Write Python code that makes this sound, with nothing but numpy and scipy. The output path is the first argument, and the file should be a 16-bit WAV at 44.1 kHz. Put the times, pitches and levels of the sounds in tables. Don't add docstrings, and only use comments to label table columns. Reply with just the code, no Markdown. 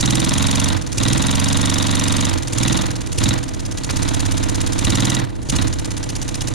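import sys
import numpy as np
from scipy import signal
from scipy.fft import rfft, irfft, next_fast_len
from scipy.io import wavfile
from scipy.ndimage import uniform_filter1d

SR = 44100
rng = np.random.default_rng(int(sys.argv[2]) if len(sys.argv) > 2 else 0)


def to_wav(sig):
    pcm = np.clip(np.atleast_2d(sig), -1, 1) * 32767
    pcm = np.round(pcm).astype(np.int16)
    wavfile.write(sys.argv[1], SR, pcm.T)


N = 288394
TIME = np.arange(N) / SR


def from_db(db):
    return 10 ** (np.asarray(db) / 20)


def rms_one(x):
    return x / np.sqrt(np.mean(x ** 2) + 1e-20)


def in_time(rows):
    s, *columns = np.transpose(rows)
    return [np.interp(TIME, s, column) for column in columns]


def at_hz(points, hz):
    point_hz, values = np.transpose(points)
    return np.interp(np.log(hz + 1), np.log(point_hz), values)


def noise(spectrum, likeness, size=N):
    padded = next_fast_len(size, True)
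    hz = np.arange(padded // 2 + 1) * SR / padded
    mid, side = rfft(rng.standard_normal((2, padded)))
    alike = np.clip(at_hz(likeness, hz), -1, 1)
    gain = from_db(at_hz(spectrum, hz)) * np.minimum(hz / spectrum[0][0], 1) ** 2
    left_right = np.sqrt(1 + alike) * mid + np.sqrt(1 - alike) * side * [[1], [-1]]
    return rms_one(irfft(gain * left_right, padded)[:, :size])


def ring(force, hz, t60):
    r = from_db(-60 / (t60 * SR))
    w = 2 * np.pi * hz / SR
    return signal.lfilter([0, np.sin(w)], [1, -2 * r * np.cos(w), r * r], force + 1e-18)


def ring_with(burst, hits):
    return signal.oaconvolve(hits[None], burst, axes=1)[:, :N]


def evened(x):
    power = uniform_filter1d(uniform_filter1d(np.mean(x ** 2, axis=0), size=4000), size=2600)
    return x / np.sqrt(np.maximum(power, 1e-12))


# pitch_hz, level_db per Hz (relative)
SHOP_SPECTRUM = [(25, 5), (100, 11), (300, -1.5), (1000, -18), (4000, -44), (10000, -36), (14000, -91)]
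# pitch_hz, correlation
FRAME_STEREO = [(400, -0.38), (800, -0.25), (1300, 0.0055), (1900, 0.6), (3000, 0.78)]
SHOP_DB = -27.5


def shop():
    return from_db(SHOP_DB) * noise(SHOP_SPECTRUM, FRAME_STEREO)


# time_s, speed_turns_per_s
WHEEL_SPEED = [(0.0, 20.252), (0.4, 22.849), (0.76, 23.156), (0.77, 21.411), (0.91, 17.86), (1.22, 22.486),
               (1.66, 23.621), (2.34, 23.371), (2.34, 22.051), (2.51, 19.228), (2.79, 22.273),
               (3.12, 17.068), (3.34, 20.884), (3.57, 17.314), (3.85, 15.845), (4.1, 17.263),
               (4.83, 16.849), (4.83, 17.885), (5.03, 20.777), (5.19, 20.716), (5.44, 13.776),
               (5.66, 17.976), (5.79, 16.717), (6.54, 15.175)]
START_TURNS = .785


def crank_angle(speed):
    return START_TURNS + np.cumsum(speed) / SR


# start_s, build_up_s, end_s, exhaust_db
FULL_CHARGES = [(-.06, .05, .685, -19.5), (.9, 0.066, 2.26, -20.1), (2.46, .12, 2.77, -20.3),
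                (3.1, .09, 3.285, -19), (4.74, 0.077, 5.15, -20), (5.425, .06, 5.56, -20.5)]
# time_s, exhaust_db
IDLE_FLOW = [(.85, -33), (2.43, -29), (2.85, -28.5), (3.07, -32.5), (3.55, -32.5), (3.72, -30.5),
             (3.98, -22.5), (4.3, -24.5), (4.75, -25), (5.15, -29.5), (5.29, -50), (5.38, -44),
             (5.6, -29.5), (6.15, -28), (6.5, -26)]
OVERSHOOT_DB, SETTLE_S, SURGE_RELEASE_S = 1.05, 0.32, 0.073


def air_flow():
    idle_db, = in_time(IDLE_FLOW)
    flow_db = idle_db
    for start, build_up, end, db in FULL_CHARGES:
        age = np.maximum(TIME - start, 0)
        release = np.exp(-np.maximum(TIME - end, 0) / SURGE_RELEASE_S)
        held = np.minimum(age / build_up, 1) * release
        surge_db = db + OVERSHOOT_DB * np.exp(-age / SETTLE_S)
        flow_db = flow_db + held * (surge_db - idle_db)
    return flow_db


# exhaust_db, knock_db, bench_shaking_db, clatter_db
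FLOW_RESPONSE = [(-51, -68, -32.5, -44.5), (-32.5, -55, -29.5, -38.5), (-27, -51, -27.2, -35.3),
                 (-24.5, -39, -20.5, -30.5), (-19.5, -23, -19.0, -27.7), (-17.5, -20, -18, -30)]


def response(flow_db):
    flows, *levels = np.transpose(FLOW_RESPONSE)
    return [np.interp(flow_db, flows, db) for db in levels]


def strokes(crank, speed, flow_db):
    turn = np.arange(1, int(crank[-1]) + 1)
    s = np.interp(turn, crank, TIME)
    gain = np.interp(turn + .5, crank, speed) - np.interp(turn - .5, crank, speed)
    return s, np.interp(s, TIME, flow_db), np.clip(gain, 0, 1.2)


def over_strokes(values):
    return np.convolve(np.pad(values, 1, mode="edge"), [1 / 6, 4 / 6, 1 / 6], "valid")


def blows(crank, turns, scatter_db, jitter_s, strength=1):
    count = int(crank[-1])
    chance = rng.standard_normal((count, 2))
    s = np.interp(np.arange(count) + 1 + turns, crank, TIME, left=-1, right=-1)
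    at = np.round((s + jitter_s * chance[:, 0]) * SR).astype(int)
    inside = (at >= 0) & (at < N)
    heights = strength * from_db(scatter_db * chance[:, 1])
    return np.bincount(at[inside], heights[inside], N)


# multiple of the turning rate, coasting_db, driven_db
SWINGING_MASSES = [(2, -15.5, -34), (3, -31, -30)]
SWAY_HZ, SWAY_WIDTH_HZ, SWAY_DB = 31.6, 1.1, 10


def unbalance(crank, speed, shake_db, drive):
    angle = 2 * np.pi * crank
    lag = np.array([[1.2], [0]])
    hum = 0
    for multiple, coasting_db, driven_db in SWINGING_MASSES:
        off_sway = (multiple * speed - SWAY_HZ) / SWAY_WIDTH_HZ
        sway_db = SWAY_DB / (1 + off_sway ** 2)
        level = from_db(coasting_db + drive * (driven_db - coasting_db) + sway_db)
        hum = hum + level * np.cos(multiple * angle - lag)
    return from_db(shake_db) * hum * from_db([[-4], [3]])


# pitch_hz, t60_s, signed coupling to each of the four forces,
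# signed radiation left, right
BENCH_MODES = [(33, 0.21, 0.7, 1.3, 1.5, 0.62, -0.24, 0.83), (66.6, 0.24, 1, 1, -0.2, 0.13, -0.3, 0.88),
               (88.4, 0.29, -1.5, 1, 2.5, 2.16, -0.33, 0.97),
               (95.7, 0.13, 2.5, -2.5, -4, -0.69, -0.029, 0.89),
               (124.2, 0.27, -0.84, 0.45, 1.7, -0.16, 0.087, 1),
               (139.7, 0.11, -0.04, 1.08, -0.6, -0.76, 0.84, 0.63),
               (171, 0.12, -1.88, 0.4, 0, -0.8, -0.27, 0.92),
               (203.3, 0.17, -1.0, 0.12, 0.59, 0.42, 0.99, 0.42),
               (254.4, 0.17, -0.88, 0.13, 1.73, 0.36, 0.27, 0.52),
               (273.5, 0.091, 1.68, 0.39, -1.78, -0.89, 0.35, 0.96),
               (318.6, 0.19, -1.12, 0.69, 1.7, 0.64, -0.15, 0.9),
               (335.1, 0.15, 1.13, 0.19, 0.47, 0.3, 0.28, 0.4),
               (489, 0.15, 0.32, 0.27, 0.95, -0.46, 0.9, -0.44),
               (620, 0.1, -0.26, -0.03, 0.48, -0.097, 0.89, -0.16)]
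FORCE_ANGLES = [.409, -.162, .323, -.104]


def bench(crank, shake_db, drive):
    shares = [drive, drive, 1 - drive, 1 - drive]
    forces = np.array([blows(crank, turns, scatter_db=.3, jitter_s=.00003, strength=share * from_db(shake_db))
                       for turns, share in zip(FORCE_ANGLES, shares)])
    out = 0
    for hz, t60, *coupling, left, right in BENCH_MODES:
        out = out + np.outer([left, right], ring(np.dot(coupling, forces), hz, t60))
    highpass = signal.butter(1, 14, "high", fs=SR, output="sos")
    return from_db(1.15) * signal.sosfilt(highpass, out)


# pitch_hz, level_db, t60_s
ROCKING_MODES = [(44, -4, 0.077), (61, -3, 0.073), (81, 4, 0.096)]


def lurch(crank, shake_db, gain):
    strength = gain * from_db(shake_db - 4.5)
    kicks = blows(crank, turns=0.125, scatter_db=1.0, jitter_s=0.00012, strength=strength)
    thump = sum(from_db(db) * ring(kicks, hz, t60) for hz, db, t60 in ROCKING_MODES)
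    return thump * from_db([[-4], [1.5]])


# pitch_hz, level_db per Hz (relative)
FRAME_SPECTRUM = [(380, -0.5), (500, 0.5), (600, -1), (870, 1.5), (1200, 0), (1650, -3.5), (1900, -2.5),
                  (2700, -7.5), (4000, -6), (8000, -32)]
# start_s, level_db
BASE_CLICKS = [(3.891, -20.5), (3.899, -21)]


def clicks():
    out = np.zeros((2, N))
    age = TIME[:SR // 10]
    for s, db in BASE_CLICKS:
        at = int(s * SR)
        burst = np.exp(-age / 0.0098) * noise(FRAME_SPECTRUM, FRAME_STEREO, size=len(age))
        out[:, at:at + len(age)] += from_db(db) * burst
    return out


JOLT_DB, JOLT_DECAY_S = -9.5, 0.01


def jolt(crank, shake_db, gain):
    age = TIME[:SR // 10]
    strength = gain * from_db(shake_db + JOLT_DB)
    hits = blows(crank, turns=.385, scatter_db=0.2, jitter_s=0.00021, strength=strength)
    body = np.exp(-age / JOLT_DECAY_S) * noise(FRAME_SPECTRUM, FRAME_STEREO, size=len(age))
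    return ring_with(body, hits)


# angle in turns from the chuff, coasting_db, driven_db
BEARING_CONTACTS = [(-.28, -4.5, -8), (-.13, 1.5, -8.5), (-.015, 0.5, -10.5), (.365, -2.5, -3.5),
                    (.44, -0.5, -6.5), (.57, -18, 2.5)]
# pitch_hz, level_db, t60_s
WHEEL_MODES = [(703, 3, 0.15), (875, -2, 0.35), (1042, 15, 0.095), (1199, 0, 0.23), (1386, 11.5, 0.14),
               (1546, 1, 0.15), (1790, -9, .08), (1972, 4, 0.16)]


def clatter(crank, drive):
    age = TIME[:SR // 8]
    decay = np.exp(-age / 0.0033) + from_db(-10) * np.exp(-age / 0.037)
    rattle, force = 0, 0
    for angle, coasting_db, driven_db in BEARING_CONTACTS:
        level = from_db(coasting_db + drive * (driven_db - coasting_db))
        hits = level * blows(crank, turns=angle, scatter_db=1.2, jitter_s=.00004)
        burst = decay * noise(FRAME_SPECTRUM, FRAME_STEREO, size=len(age))
        rattle = rattle + ring_with(burst, hits)
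        force = force + hits
    wheel = 0
    for k, (hz, db, t60) in enumerate(WHEEL_MODES):
        sides = [[(-1) ** k], [-1]]
        wheel = wheel + from_db(db) * ring(force, hz, t60) * sides
    rub = noise(FRAME_SPECTRUM, FRAME_STEREO)
    return evened(rattle) + from_db(-6.0) * evened(wheel) + from_db(-7.0) * rub


# pitch_hz at low speed, level_db, t60_s
CYLINDER_MODES = [(1404, -12, 0.044), (1935, -11, 0.053), (2660, -7.5, 0.015), (3280, -9, 0.029),
                  (3660, 2, 0.015), (3960, 2.5, 0.019)]
FLAT_FROM, FLAT_TO, KNOCK_FLAT = 20.7, 23.7, .035


def knock(crank, knock_db, speed):
    strength = from_db(knock_db + 4.0)
    hits = blows(crank, turns=.358, scatter_db=0.3, jitter_s=.0002, strength=strength)
    rebound = blows(crank, turns=.56, scatter_db=0.0, jitter_s=0.00067, strength=strength)
    hits = hits + from_db(-8.5) * rebound
    age = TIME[:SR // 100]
    contact = signal.lfilter(np.exp(-age / 0.0057), [1], hits)
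    force = hits + 0.044 * contact * rng.standard_normal(N)
    fast = np.clip((speed - FLAT_FROM) / (FLAT_TO - FLAT_FROM), 0, 1)
    out = 0
    for k, (hz, db, t60) in enumerate(CYLINDER_MODES):
        slow_ring = ring((1 - fast) * force, hz, t60)
        fast_ring = ring(fast * force, (1 - KNOCK_FLAT) * hz, t60)
        out = out + (-1) ** k * from_db(db) * (slow_ring + fast_ring)
    return out


# angle in turns from the chuff, level_db
PORT_FLOW = [(-.5, -46), (-.22, -45), (-.185, -0.5), (-.14, 1), (-.08, -6.5), (0, -30), (.5, -58)]
EXHAUST_FLOW = [(-.5, -50), (-.17, -46), (-.08, -6), (-.02, 3.5), (.035, 3.5), (.085, -2), (.13, -33),
                (.25, -29), (.5, -53)]
LEAK_FLOW = [(-.5, -10), (-.25, -20.5), (0, -28), (.2, -19.5), (.27, -12), (.34, -8), (.5, -19)]
# pitch_hz, level_db per Hz (relative)
PORT_SPECTRUM = [(900, -14), (2000, -12), (3600, -5), (4500, 0), (5500, -2), (6700, 0), (8000, -10),
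                 (9500, -7), (11500, -21), (14500, -33)]
EXHAUST_SPECTRUM = [(400, -0.5), (1600, -14), (2700, -0.5), (4500, -3), (6800, 4), (7900, -3), (8800, 0.5),
                    (10000, -2), (11500, -13), (14500, -24)]
LEAK_SPECTRUM = [(500, 4), (2000, 1), (4000, -7.5), (5300, -0.5), (6700, 7.5), (8000, 0), (10000, -0.5),
                 (11500, -15), (14500, -37)]
# pitch_hz, correlation
AIR_STEREO = [(400, 0.36), (1400, 0.17), (2500, 0.71), (4200, 1), (6500, 0.38), (10000, 0.39),
              (14500, 0.02)]
# delay_s, level_db
PORT_ECHOES = [(.0009, -55), (.0021, -15), (.0034, -22), (.0062, -13)]


def air(crank, exhaust_db, drive):
    def jet(opening, spectrum):
        angle, flow_db = np.transpose(opening)
        return from_db(np.interp(crank, angle, flow_db, period=1)) * noise(spectrum, AIR_STEREO)
    port = from_db(2.5 - 9.8 * drive) * jet(PORT_FLOW, PORT_SPECTRUM)
    exhaust = from_db(-0.11 + .5 * drive) * jet(EXHAUST_FLOW, EXHAUST_SPECTRUM)
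    leak = from_db(-0.5 + 1.35 * drive) * jet(LEAK_FLOW, LEAK_SPECTRUM)
    direct = from_db(exhaust_db - 1.5) * (port + exhaust + leak)
    out = direct
    for s, db in PORT_ECHOES:
        out = out + from_db(db) * np.pad(direct, [(0, 0), (int(s * SR), 0)])[:, :N]
    return out


COASTING_DB, DRIVEN_DB = -26, -20
FILL_S = .022
EXHAUST_SCATTER_DB, KNOCK_SCATTER_DB = 0.34, .7
SHAKE_GAIN_DB = 2
CLATTER_LAG_S, CLATTER_SPEED_DB = 0.056, 0.35


def scene():
    speed, = in_time(WHEEL_SPEED)
    crank, flow_db = crank_angle(speed), air_flow()
    s, stroke_db, gain = strokes(crank, speed, flow_db)
    drive = over_strokes(np.clip((stroke_db - COASTING_DB) / (DRIVEN_DB - COASTING_DB), 0, 1))
    drive_now = np.interp(TIME, s, drive)

    chance = rng.standard_normal((len(s), 2))
    knock_db, shake_db, _ = response(np.interp(s - FILL_S, TIME, flow_db))
    exhaust_db = stroke_db + EXHAUST_SCATTER_DB * chance[:, 0]
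    knock_db = knock_db + KNOCK_SCATTER_DB * chance[:, 1]
    shake_db = shake_db + SHAKE_GAIN_DB * gain
    _, _, clatter_db = response(np.interp(TIME - CLATTER_LAG_S, TIME, flow_db))
    clatter_db = clatter_db + CLATTER_SPEED_DB * (speed - speed.mean())

    base = unbalance(crank, speed, np.interp(TIME, s, shake_db), drive_now)
    base = base + bench(crank, shake_db, drive) + lurch(crank, shake_db, gain)
    engine = clicks() + jolt(crank, shake_db, gain)
    engine = engine + from_db(clatter_db - 0.88) * clatter(crank, drive_now)
    engine = engine + knock(crank, knock_db, speed)
    engine = engine + air(crank, np.interp(TIME, s, exhaust_db), drive_now)
    return shop() + base + engine * from_db([[-.4], [.4]])


CUTOFF_HZ = 14500


def record(dry):
    rounded = dry / (1 + (dry / .75) ** 6) ** (1 / 6)
    lowpass = signal.ellip(8, .3, 90, CUTOFF_HZ, fs=SR, output="sos")
    return signal.sosfilt(lowpass, rounded)


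dry = scene()
out = record(dry)
to_wav(out)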